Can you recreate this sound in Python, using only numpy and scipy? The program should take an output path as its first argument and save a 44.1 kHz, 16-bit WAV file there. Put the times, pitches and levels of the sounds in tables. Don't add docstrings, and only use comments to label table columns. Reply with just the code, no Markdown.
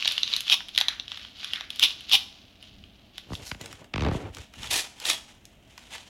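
import sys
import numpy as np
from scipy import signal
from scipy.fft import rfft, irfft, next_fast_len
from scipy.io import wavfile
from scipy.ndimage import map_coordinates

SR = 44100
rng = np.random.default_rng(int(sys.argv[2]) if len(sys.argv) > 2 else 0)


def store_pcm(level_fs):
    pcm = np.round(np.clip(level_fs, -1, 1) * 32767).astype(np.int16)
    wavfile.write(sys.argv[1], SR, np.atleast_2d(pcm).T)


N = 268569
TIME = np.arange(N) / SR
HIT_TIME = np.arange(8192) / SR

# (frequency [Hz], level [dB])
SLACK_FILM = [(240, -63), (400, -24), (708, -19.5), (865, -17), (1130, -12), (2090, -9.5), (2930, 4),
              (3750, 1.5), (5190, -7), (6950, -16.5), (8900, -38.5), (11400, -34), (16000, -37)]
# (frequency [Hz], level [dB])
WHOLE_SHEET = [(150, -27.5), (450, -19.5), (750, -2.5), (1100, -2.5), (1900, -1), (3000, -2.5),
               (6000, -47.5)]
# (frequency [Hz], level [dB])
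FINE_CREASES = [(4000, -7.5), (8500, -6), (11300, 0), (13500, -17), (15500, -16)]


def amp(db):
    return 10 ** (np.asarray(db) / 20)


def unit(x):
    return x / np.sqrt(np.mean(x ** 2) + 1e-20)


def unit_peak(x):
    return x / np.abs(x).max()


def along(points, hz):
    frequencies, values = np.transpose(points)
    return np.interp(np.log(hz + 1), np.log(frequencies + 1), values)


def coloured(x, spectrum):
    size = 2 * next_fast_len(len(x))
    gain = amp(along(spectrum, np.fft.rfftfreq(size, 1 / SR)))
    cepstrum = irfft(np.log(gain + 1e-6))
    cepstrum[1:size // 2] *= 2
    cepstrum[size // 2 + 1:] = 0
    return irfft(rfft(x, size) * np.exp(rfft(cepstrum)))[:len(x)]


def add(track, time_s, sound):
    start = max(round(time_s * SR), 0)
    track[start:start + len(sound)] += sound[:N - start]


def burst(spectrum, t60, rise_s):
    envelope = (1 - np.exp(-(HIT_TIME / rise_s) ** 2)) * amp(-60 * HIT_TIME / t60)
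    return unit_peak(coloured(rng.standard_normal(len(HIT_TIME)) * envelope, spectrum))


def crackle(spectrum, rate, spread_db, hiss):
    size = amp(spread_db * np.minimum(rng.exponential(size=N), 3))
    clicks = (rng.random(N) < rate / SR) * size * rng.choice([-1, 1], N)
    return unit(coloured(unit(clicks) + hiss * rng.standard_normal(N), spectrum))


def clumps(rate, depth_db):
    knots = rng.standard_normal(int(N * rate / SR) + 4)
    wander = map_coordinates(knots, [TIME * rate])
    return unit(amp(depth_db * np.tanh(wander)))


def gestures(moves, attack_s, release_s):
    power = np.zeros(N)
    for start, hold, db in moves:
        away = np.maximum((start - TIME) / attack_s, (TIME - start - hold) / release_s)
        near = away < 4
        power[near] += amp(db - 20 * np.maximum(away[near], 0)) ** 2
    return np.sqrt(power)


def room_tone(level_db=-57):
    # (frequency [Hz], level [dB])
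    spectrum = [(12, -29.5), (20, -15.5), (55, -1.5), (113, -6), (168, -12.5), (198, -5.5), (270, -8.5),
                (485, -19.5), (678, -14), (949, -25), (1710, -26.5), (3160, -21), (4810, -42.5),
                (16000, -41)]
    return amp(level_db) * unit(coloured(rng.standard_normal(N), spectrum))


def room_reverb(x, early_db=3, early_t60=0.11, predelay_s=0.003):
    # (frequency [Hz], time to fall 60 dB [s])
    decay_times = [(100, 0.17), (800, 0.58), (3000, 0.31), (6000, 0.5), (12000, 0.3)]
    hz, t, noise = signal.stft(rng.standard_normal(SR), SR, nperseg=256)
    diffuse = amp(-60 * t / along(decay_times, hz)[:, None])
    early = amp(early_db - 60 * t / early_t60)
    tail = signal.istft(noise * (diffuse + early), SR, nperseg=256)[1]
    response = np.concatenate([np.zeros(round(predelay_s * SR)), tail / np.linalg.norm(tail)])
    return signal.fftconvolve(x, response)[:N]


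def faint_ring(ring_hz=3300, t60=0.3, waver_per_s=220):
    # (time [s], level [dB])
    onset = (5.1, -29.5)
    time_s, db = onset
    out = np.zeros(N)
    waver = unit(map_coordinates(rng.standard_normal(len(HIT_TIME)), [HIT_TIME * waver_per_s]))
    ring = amp(db - 60 * HIT_TIME / t60) * np.sin(2 * np.pi * ring_hz * HIT_TIME)
    add(out, time_s, waver * ring)
    return out


def arm_rumble(gain_db=-1):
    # (start [s], hold [s], level [dB])
    shifts = [(2.75, 0.085, -51.5), (4.595, .04, -45), (4.7, .025, -48)]
    # (frequency [Hz], level [dB])
    spectrum = [(20, -14.5), (50, 4), (95, -3), (160, -6.5), (300, -12.5), (700, -50.5)]
    rumble = unit(coloured(rng.standard_normal(N), spectrum))
    return amp(gain_db) * gestures(shifts, attack_s=0.07, release_s=0.18) * rumble


def arm_drag(gain_db=-4):
    # (start [s], hold [s], level [dB])
    drags = [(3.29, .01, -47.5), (3.395, 0.016, -43.5), (3.62, 0.084, -45.5), (3.815, .01, -44.5),
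             (4.045, 0.041, -26.5), (4.12, 0.04, -31.5), (4.19, 0.081, -36), (4.38, 0.0064, -43.5)]
    # (frequency [Hz], level [dB])
    rubbed_board = [(24, -56), (40, -16), (108, 0.5), (197, -10), (288, -4), (547, -8), (1360, -20),
                    (2160, -22), (3680, -29.5), (8000, -57), (10400, -65), (17600, -120)]
    friction = crackle(rubbed_board, rate=630, spread_db=3, hiss=0.9)
    return amp(gain_db) * gestures(drags, attack_s=0.057, release_s=0.06) * friction


def bending(x, travel_s):
    hz = np.fft.rfftfreq(len(x), 1 / SR)
    return irfft(rfft(x) * np.exp(-4j * np.pi * travel_s * np.sqrt(1000 * hz)))


def judder(scatter_db=2.5, thud_db_per_s=37, click_db_per_s=-51):
    # (time [s], gap between slips [s], level [dB])
    stick_slip = [(3.937, .02, -19), (3.957, .02, -17), (3.99, 0.013, -15), (4.047, .0145, -13),
                  (4.062, .022, -13), (4.111, 0.034, -19), (4.16, .035, -19)]
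    times, gaps, levels = np.transpose(stick_slip)
    time_s, slips = times[0], []
    while time_s < times[-1]:
        age = time_s - times[0]
        db = np.interp(time_s, times, levels) + scatter_db * rng.standard_normal()
        slips.append((time_s, db, -9.5 + thud_db_per_s * age, -6 + click_db_per_s * age))
        time_s += np.interp(time_s, times, gaps)
    return slips


def table_knocks(travel_s=0.004004, thud_db=-4, bump_db=-2, scuff_db=-12):
    # (time [s], level [dB], relative thud [dB], relative click [dB])
    knocks = [(3.301, -27.5, -1, -22), (3.316, -22, -3, -25), (3.331, -17, -13.5, -10),
              (3.513, -15.5, -14, -5), (3.545, -28, -10.5, -6.5), (3.607, -23.5, -12.5, -11)]
    # (time [s], level [dB])
    bumps = [(3.41, -39), (3.729, -43), (4.238, -35), (4.288, -33.5), (4.384, -34.5), (4.587, -36.5)]
    # (frequency [Hz], level [dB])
    struck_board = [(20, -36), (42, -7), (68, 1), (150, -3.5), (300, -9.5), (600, -18.5), (1200, -21.5),
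                    (3000, -65.5)]
    # (frequency [Hz], level [dB])
    skin_release = [(300, -16), (700, -1.5), (1600, 1.5), (2600, -1), (5000, -8), (9000, -28.5),
                    (16000, -62)]
    out = np.zeros(N)
    push = coloured(signal.unit_impulse(len(HIT_TIME)), struck_board)
    for time_s, db, thud, click in list(knocks) + judder():
        path_s = travel_s * np.exp(0.079 * rng.standard_normal())
        release = burst(skin_release, t60=0.0093, rise_s=0.0018)
        low = amp(thud + thud_db) * unit_peak(bending(push, path_s))
        high = amp(click) * unit_peak(bending(release, path_s / 2))
        add(out, time_s, amp(db) * (low + high))
        scuff = burst(skin_release, t60=0.025, rise_s=0.0066)
        add(out, time_s - 0.003, amp(db + click + scuff_db) * scuff)
    soft_push = coloured(push, [(100, 10), (250, -12), (600, -58)])
    bump = unit_peak(bending(soft_push, travel_s))
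    for time_s, db in bumps:
        add(out, time_s - travel_s, amp(db + bump_db) * bump)
    return out


def brushing(gain_db=-1):
    # (start [s], hold [s], level [dB])
    strokes = [(3.335, .01, -51), (3.42, 0.065, -48.5), (3.612, 0.11, -49), (3.77, .04, -59.5),
               (3.98, .3, -59.5), (4.145, .005, -42), (4.35, 0.071, -49.5), (4.56, 0.054, -48),
               (4.635, 0.026, -41), (4.7, 0.16, -44), (5.005, 0.15, -42.5), (5.29, 0.0082, -53),
               (5.3, 0.42, -66), (5.71, 0.012, -57), (5.79, 0.46, -54), (5.935, 0.019, -42)]
    # (frequency [Hz], level [dB])
    skin_spectrum = [(240, -31.5), (400, -4), (607, -4), (949, 1.5), (1130, -5.5), (3160, 4), (4580, -5.5),
                     (6850, -5), (8240, -10.5), (11200, -16), (16000, -31.5)]
    # (start [s], hold [s], level [dB])
    sweeps = [(3.34, 0.024, -51), (3.47, 0.02, -42)]
    # (frequency [Hz], level [dB])
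    sweep_spectrum = [(880, -52), (1500, -3), (2540, -26), (3880, 3), (6500, 1), (9010, -9.5),
                      (11200, -3.5), (16000, -24.5)]
    brush = clumps(rate=110, depth_db=4.5) * crackle(skin_spectrum, rate=2700, spread_db=3.5, hiss=0.61)
    brush *= gestures(strokes, attack_s=0.053, release_s=0.099)
    swish = crackle(sweep_spectrum, rate=2000, spread_db=7, hiss=0.7)
    swish *= gestures(sweeps, attack_s=0.055, release_s=0.053)
    return amp(gain_db) * (brush + swish)


def finger_taps(sheet_db=4):
    # (time [s], level [dB], relative sheet level [dB])
    taps = [(3.6117, -26.5, -13), (3.6586, -29, -9), (3.7269, -33.5, -3.5), (3.8429, -44.5, -2.5),
            (4.347, -30.5, -25), (4.368, -36, 0), (4.3832, -35, -8), (4.537, -38, -3), (4.6421, -36, 1),
            (4.7091, -19, -29), (5, -27, -25), (5.453, -33, -35), (5.7776, -33, -5.5), (5.9271, -37, -9),
            (5.9352, -35, -17), (5.9507, -33, -4)]
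    # (frequency [Hz], level [dB])
    scuff_spectrum = [(1000, -24), (2500, 0.5), (6000, 4), (11000, -7.5), (16000, -15)]
    out = np.zeros(N)
    for time_s, db, sheet in taps:
        scuff = burst(scuff_spectrum, t60=0.009, rise_s=0.0012)
        puff = amp(sheet + sheet_db) * burst(WHOLE_SHEET, t60=0.016, rise_s=0.002)
        add(out, time_s, amp(db) * (scuff + puff))
    return out


def facets(rate, ring_hz, scatter, cycles, spread_db):
    count = int(rate * N / SR)
    when, phase, strength = rng.random((count, 3)).T
    hz = ring_hz * np.exp(scatter * rng.standard_normal((count, 1)))
    turns = hz * HIT_TIME[:200]
    size = amp(-spread_db * np.log(strength + 0.03))[:, None]
    rings = size * turns * np.exp(-turns / cycles) * np.sin(2 * np.pi * (turns + phase[:, None]))
    index = (when * N).astype(int)[:, None] + np.arange(turns.shape[1])
    return unit(np.bincount(index.ravel(), rings.ravel(), N)[:N])


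def crinkle(crease_db=-4, rustle_db=-3.5, fizz_db=-26, buckle_db=-42):
    # (start [s], hold [s], level [dB])
    squeezes = [(0, 2.35, -51), (0, 0.22, -35), (.07, 0.031, -28), (.28, 0.1, -33.5), (.48, 0.02, -29.5),
                (.75, 0.012, -40.5), (.9, .015, -43), (1.108, 0.12, -43), (1.39, 0.19, -40),
                (1.725, 0.043, -44.5), (1.81, 0.076, -32), (2.01, .03, -47.5), (2.11, 0.057, -33.5),
                (2.3, .19, -54.5), (2.5, 0.67, -59.5), (2.63, 0.037, -50), (2.76, .02, -60.5),
                (3.18, 0.0059, -45), (3.3, 0.072, -51.5), (4.39, .03, -53), (5.935, .02, -46.5)]
    effort = gestures(squeezes, attack_s=0.051, release_s=0.12)
    buckling = effort / (effort + amp(buckle_db))
    creases = buckling * facets(rate=190, ring_hz=3600, scatter=0.11, cycles=1.07, spread_db=3)
    rustle = clumps(rate=150, depth_db=3) * crackle(SLACK_FILM, rate=700, spread_db=4, hiss=0.82)
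    fizz = clumps(rate=31, depth_db=1) * crackle(FINE_CREASES, rate=300, spread_db=1.5, hiss=0.34)
    return effort * (amp(crease_db) * creases + amp(rustle_db) * rustle + amp(fizz_db) * fizz)


def creak(gain_db=-1):
    # (start [s], hold [s], level [dB])
    pulls = [(.785, 0.034, -39.5), (.89, .02, -42.5), (1.12, 0.095, -54.5), (1.42, .08, -53),
             (1.54, .02, -41), (1.61, 0.029, -51.5)]
    # (frequency [Hz], level [dB])
    stretched_film = [(400, -25.5), (800, -21), (1300, -4), (1900, 1), (2400, -1.5), (3200, -19),
                      (6000, -44)]
    tension = gestures(pulls, attack_s=0.015, release_s=0.13)
    return amp(gain_db) * tension * crackle(stretched_film, rate=1200, spread_db=5.5, hiss=0.72)


def tearing(seam_db=-2, buckle_db=-7, sparkle_db=-26, crisp_db=-14):
    # (start [s], hold [s], level [dB])
    seam_rips = [(.515, 0.027, -16), (1.829, 0.0095, -13.5), (1.845, 0.0096, -19), (2.129, .028, -14.5),
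                 (5.088, 0.028, -27)]
    # (frequency [Hz], level [dB])
    taut_film = [(150, -33.5), (300, -25), (480, -40), (780, -19), (1080, -19), (1450, -32), (2050, -23.5),
                 (2450, -8), (3000, -2.5), (3650, -2), (4400, -15), (5400, -12.5), (7500, -31), (9200, -35),
                 (11200, -22.5), (13500, -40.5), (15500, -32.5)]
    # (start [s], hold [s], level [dB])
    strip_tears = [(4.708, .064, -25.5), (4.785, .02, -31.5), (5.052, 0.067, -29), (5.095, 0.0069, -25)]
    # (frequency [Hz], level [dB])
    loose_strip = [(88, -25.5), (150, -31), (328, -13), (494, -18), (774, -9), (1560, -18.5), (1830, -5.5),
                   (2180, -12), (2500, -5.5), (2980, -7.5), (3420, -4.5), (4080, -6.5), (11300, -16.5),
                   (13200, -30), (16000, -28.5)]
    fractures = crackle(taut_film, rate=2500, spread_db=-0.9, hiss=0.3)
    sparkle = amp(sparkle_db) * crackle(FINE_CREASES, rate=620, spread_db=4.5, hiss=0.3)
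    buckles = amp(buckle_db) * facets(rate=220, ring_hz=3260, scatter=0.09, cycles=2.6, spread_db=1.5)
    seam = gestures(seam_rips, attack_s=0.014, release_s=0.014) * (fractures + sparkle + buckles)
    parting = crackle(loose_strip, rate=3500, spread_db=2, hiss=0.75)
    crisp = amp(crisp_db) * crackle(FINE_CREASES, rate=600, spread_db=5, hiss=0.2)
    strip = gestures(strip_tears, attack_s=0.0057, release_s=0.043) * (parting + crisp)
    return clumps(rate=300, depth_db=3.5) * (amp(seam_db) * seam + strip)


def crease_snaps(swell_s=0.0006, overtone_ratio=1.565, overtone_db=-15, sheet_db=-2, lead_in_db=-21):
    # (time [s], level [dB], ring frequency [Hz], relative sheet level [dB], relative crack level [dB])
    snaps = [(0.0246, -14, 2780, -20, -27.5), (0.0477, -14.5, 3530, -26, -25),
             (0.0562, -11, 4020, -9, -33.5), (.076, -8, 2980, -18, -12.5), (0.0782, -7, 3650, -31, -21),
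             (.1213, -18.5, 3850, -32.5, -7), (.1795, -8.5, 3120, -16.5, -25),
             (0.2322, -6, 3960, -40.5, -39), (.277, -15.5, 3720, -28, -39), (0.3294, -18.5, 4000, -35, -26),
             (.337, -7, 3760, -41, -29), (0.3644, -10.5, 3970, -42, -11.5),
             (0.4064, -17.5, 3180, -35.5, -4.5), (.481, -17, 3290, -34, -16.5),
             (0.4985, -4, 3470, -35.5, -23.5), (.5199, -7, 3000, -18, -29.5), (.5331, -7, 3570, -20, -32.5),
             (.605, -24, 3320, -3, -27), (0.685, -26.5, 3250, -12, -12), (0.6902, -26, 3300, -16, -15),
             (0.7495, -20, 3570, -21, -21), (.761, -19, 3500, -28, -15), (0.7777, -1, 3430, -13, -21.5),
             (0.786, -10, 3950, -16.5, -16), (.803, -18, 3900, -11, -6), (0.8117, -5.5, 3770, -11, -17.5),
             (0.8837, -6, 3780, -13.5, -22), (0.888, -15.5, 4000, -21, -18.5),
             (0.9979, -17, 3740, -15.5, -28.5), (1.0803, -23, 3220, -14, -31), (1.1179, -18, 3470, -9, -26),
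             (1.1737, -25.5, 3450, -3, -19), (1.2494, -27.5, 3140, -5.5, -24), (1.431, -29.5, 2920, 1, -25),
             (1.445, -19, 3360, -21.5, -14), (1.5342, -12, 3150, -12.5, -17.5),
             (1.5588, -18.5, 3580, -17.5, -25), (1.6087, -20, 3570, -5.5, -24.5),
             (1.704, -16.5, 3330, -40.5, -12.5), (1.7597, -30.5, 3300, -9, -1.5),
             (1.7957, -10.5, 3460, -14.5, -10.5), (1.8291, -5.5, 3070, -29.5, -9.5),
             (2.0076, -31, 3000, -18.5, -6.5), (2.0961, -19.5, 3270, -21, -11.5),
             (2.115, -10.5, 3320, -23, -28), (2.133, -6.5, 3510, -36, -14.5),
             (2.142, -7.5, 3080, -22.5, -9.5), (2.153, -8, 3030, -17, -10), (2.627, -33, 3030, -22, -9.5),
             (2.839, -34.5, 3030, -25, -33), (3.1809, -22, 3430, -6, -11), (3.3524, -21.5, 3420, -25, -18),
             (4.632, -23, 3440, -8, -27), (4.673, -25.5, 3470, -18, -14.5), (5.0542, -16, 3700, -8, -24),
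             (5.1, -9, 3450, -6.5, -20)]
    # (frequency [Hz], level [dB])
    crack_spectrum = [(2000, -19), (5300, 15), (8500, 9), (11500, 16.5), (13500, -2.5), (15500, 0)]
    out = np.zeros(N)
    age = HIT_TIME / swell_s
    swing = (age * np.exp(1 - age)) ** 2
    for time_s, db, hz, sheet, crack in snaps:
        first_mode = np.sin(2 * np.pi * (hz * HIT_TIME + rng.random()))
        second_mode = np.sin(2 * np.pi * (overtone_ratio * hz * HIT_TIME + rng.random()))
        ring = swing * (first_mode + amp(overtone_db) * second_mode)
        roughness = 0.4 * burst(SLACK_FILM, t60=0.0096, rise_s=0.00084)
        edge = amp(crack) * burst(crack_spectrum, t60=0.0049, rise_s=0.00062)
        puff = amp(sheet + sheet_db) * burst(WHOLE_SHEET, t60=0.0077, rise_s=0.00065)
        add(out, time_s, amp(db) * (unit_peak(ring + roughness) + edge + puff))
        lead_in = burst(SLACK_FILM, t60=0.035, rise_s=0.0022)
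        lead_in += amp(crack + 11.5) * burst(crack_spectrum, t60=0.0085, rise_s=0.003)
        add(out, time_s - rng.uniform(0.001, 0.0031), amp(db + lead_in_db) * lead_in)
    return out


def scene(snap_wet_db=-10, wrapper_wet_db=-9, table_wet_db=-17):
    snaps = crease_snaps()
    wrapper = crinkle() + creak() + tearing() + faint_ring() + brushing() + finger_taps()
    board = arm_drag() + table_knocks() + arm_rumble()
    background = room_tone()
    to_walls = amp(snap_wet_db) * snaps + amp(wrapper_wet_db) * wrapper + amp(table_wet_db) * board
    return (snaps + wrapper + board + room_reverb(to_walls) + background)[None]


def record(dry, ceiling=0.7, top_hz=15900):
    rounded = dry / (1 + np.abs(dry / ceiling) ** 8) ** (1 / 8)
    size = next_fast_len(N + SR // 2)
    passband = np.fft.rfftfreq(size, 1 / SR) < top_hz
    return irfft(rfft(rounded, size) * passband, size)[..., :N]


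dry = scene()
out = record(dry)
store_pcm(out)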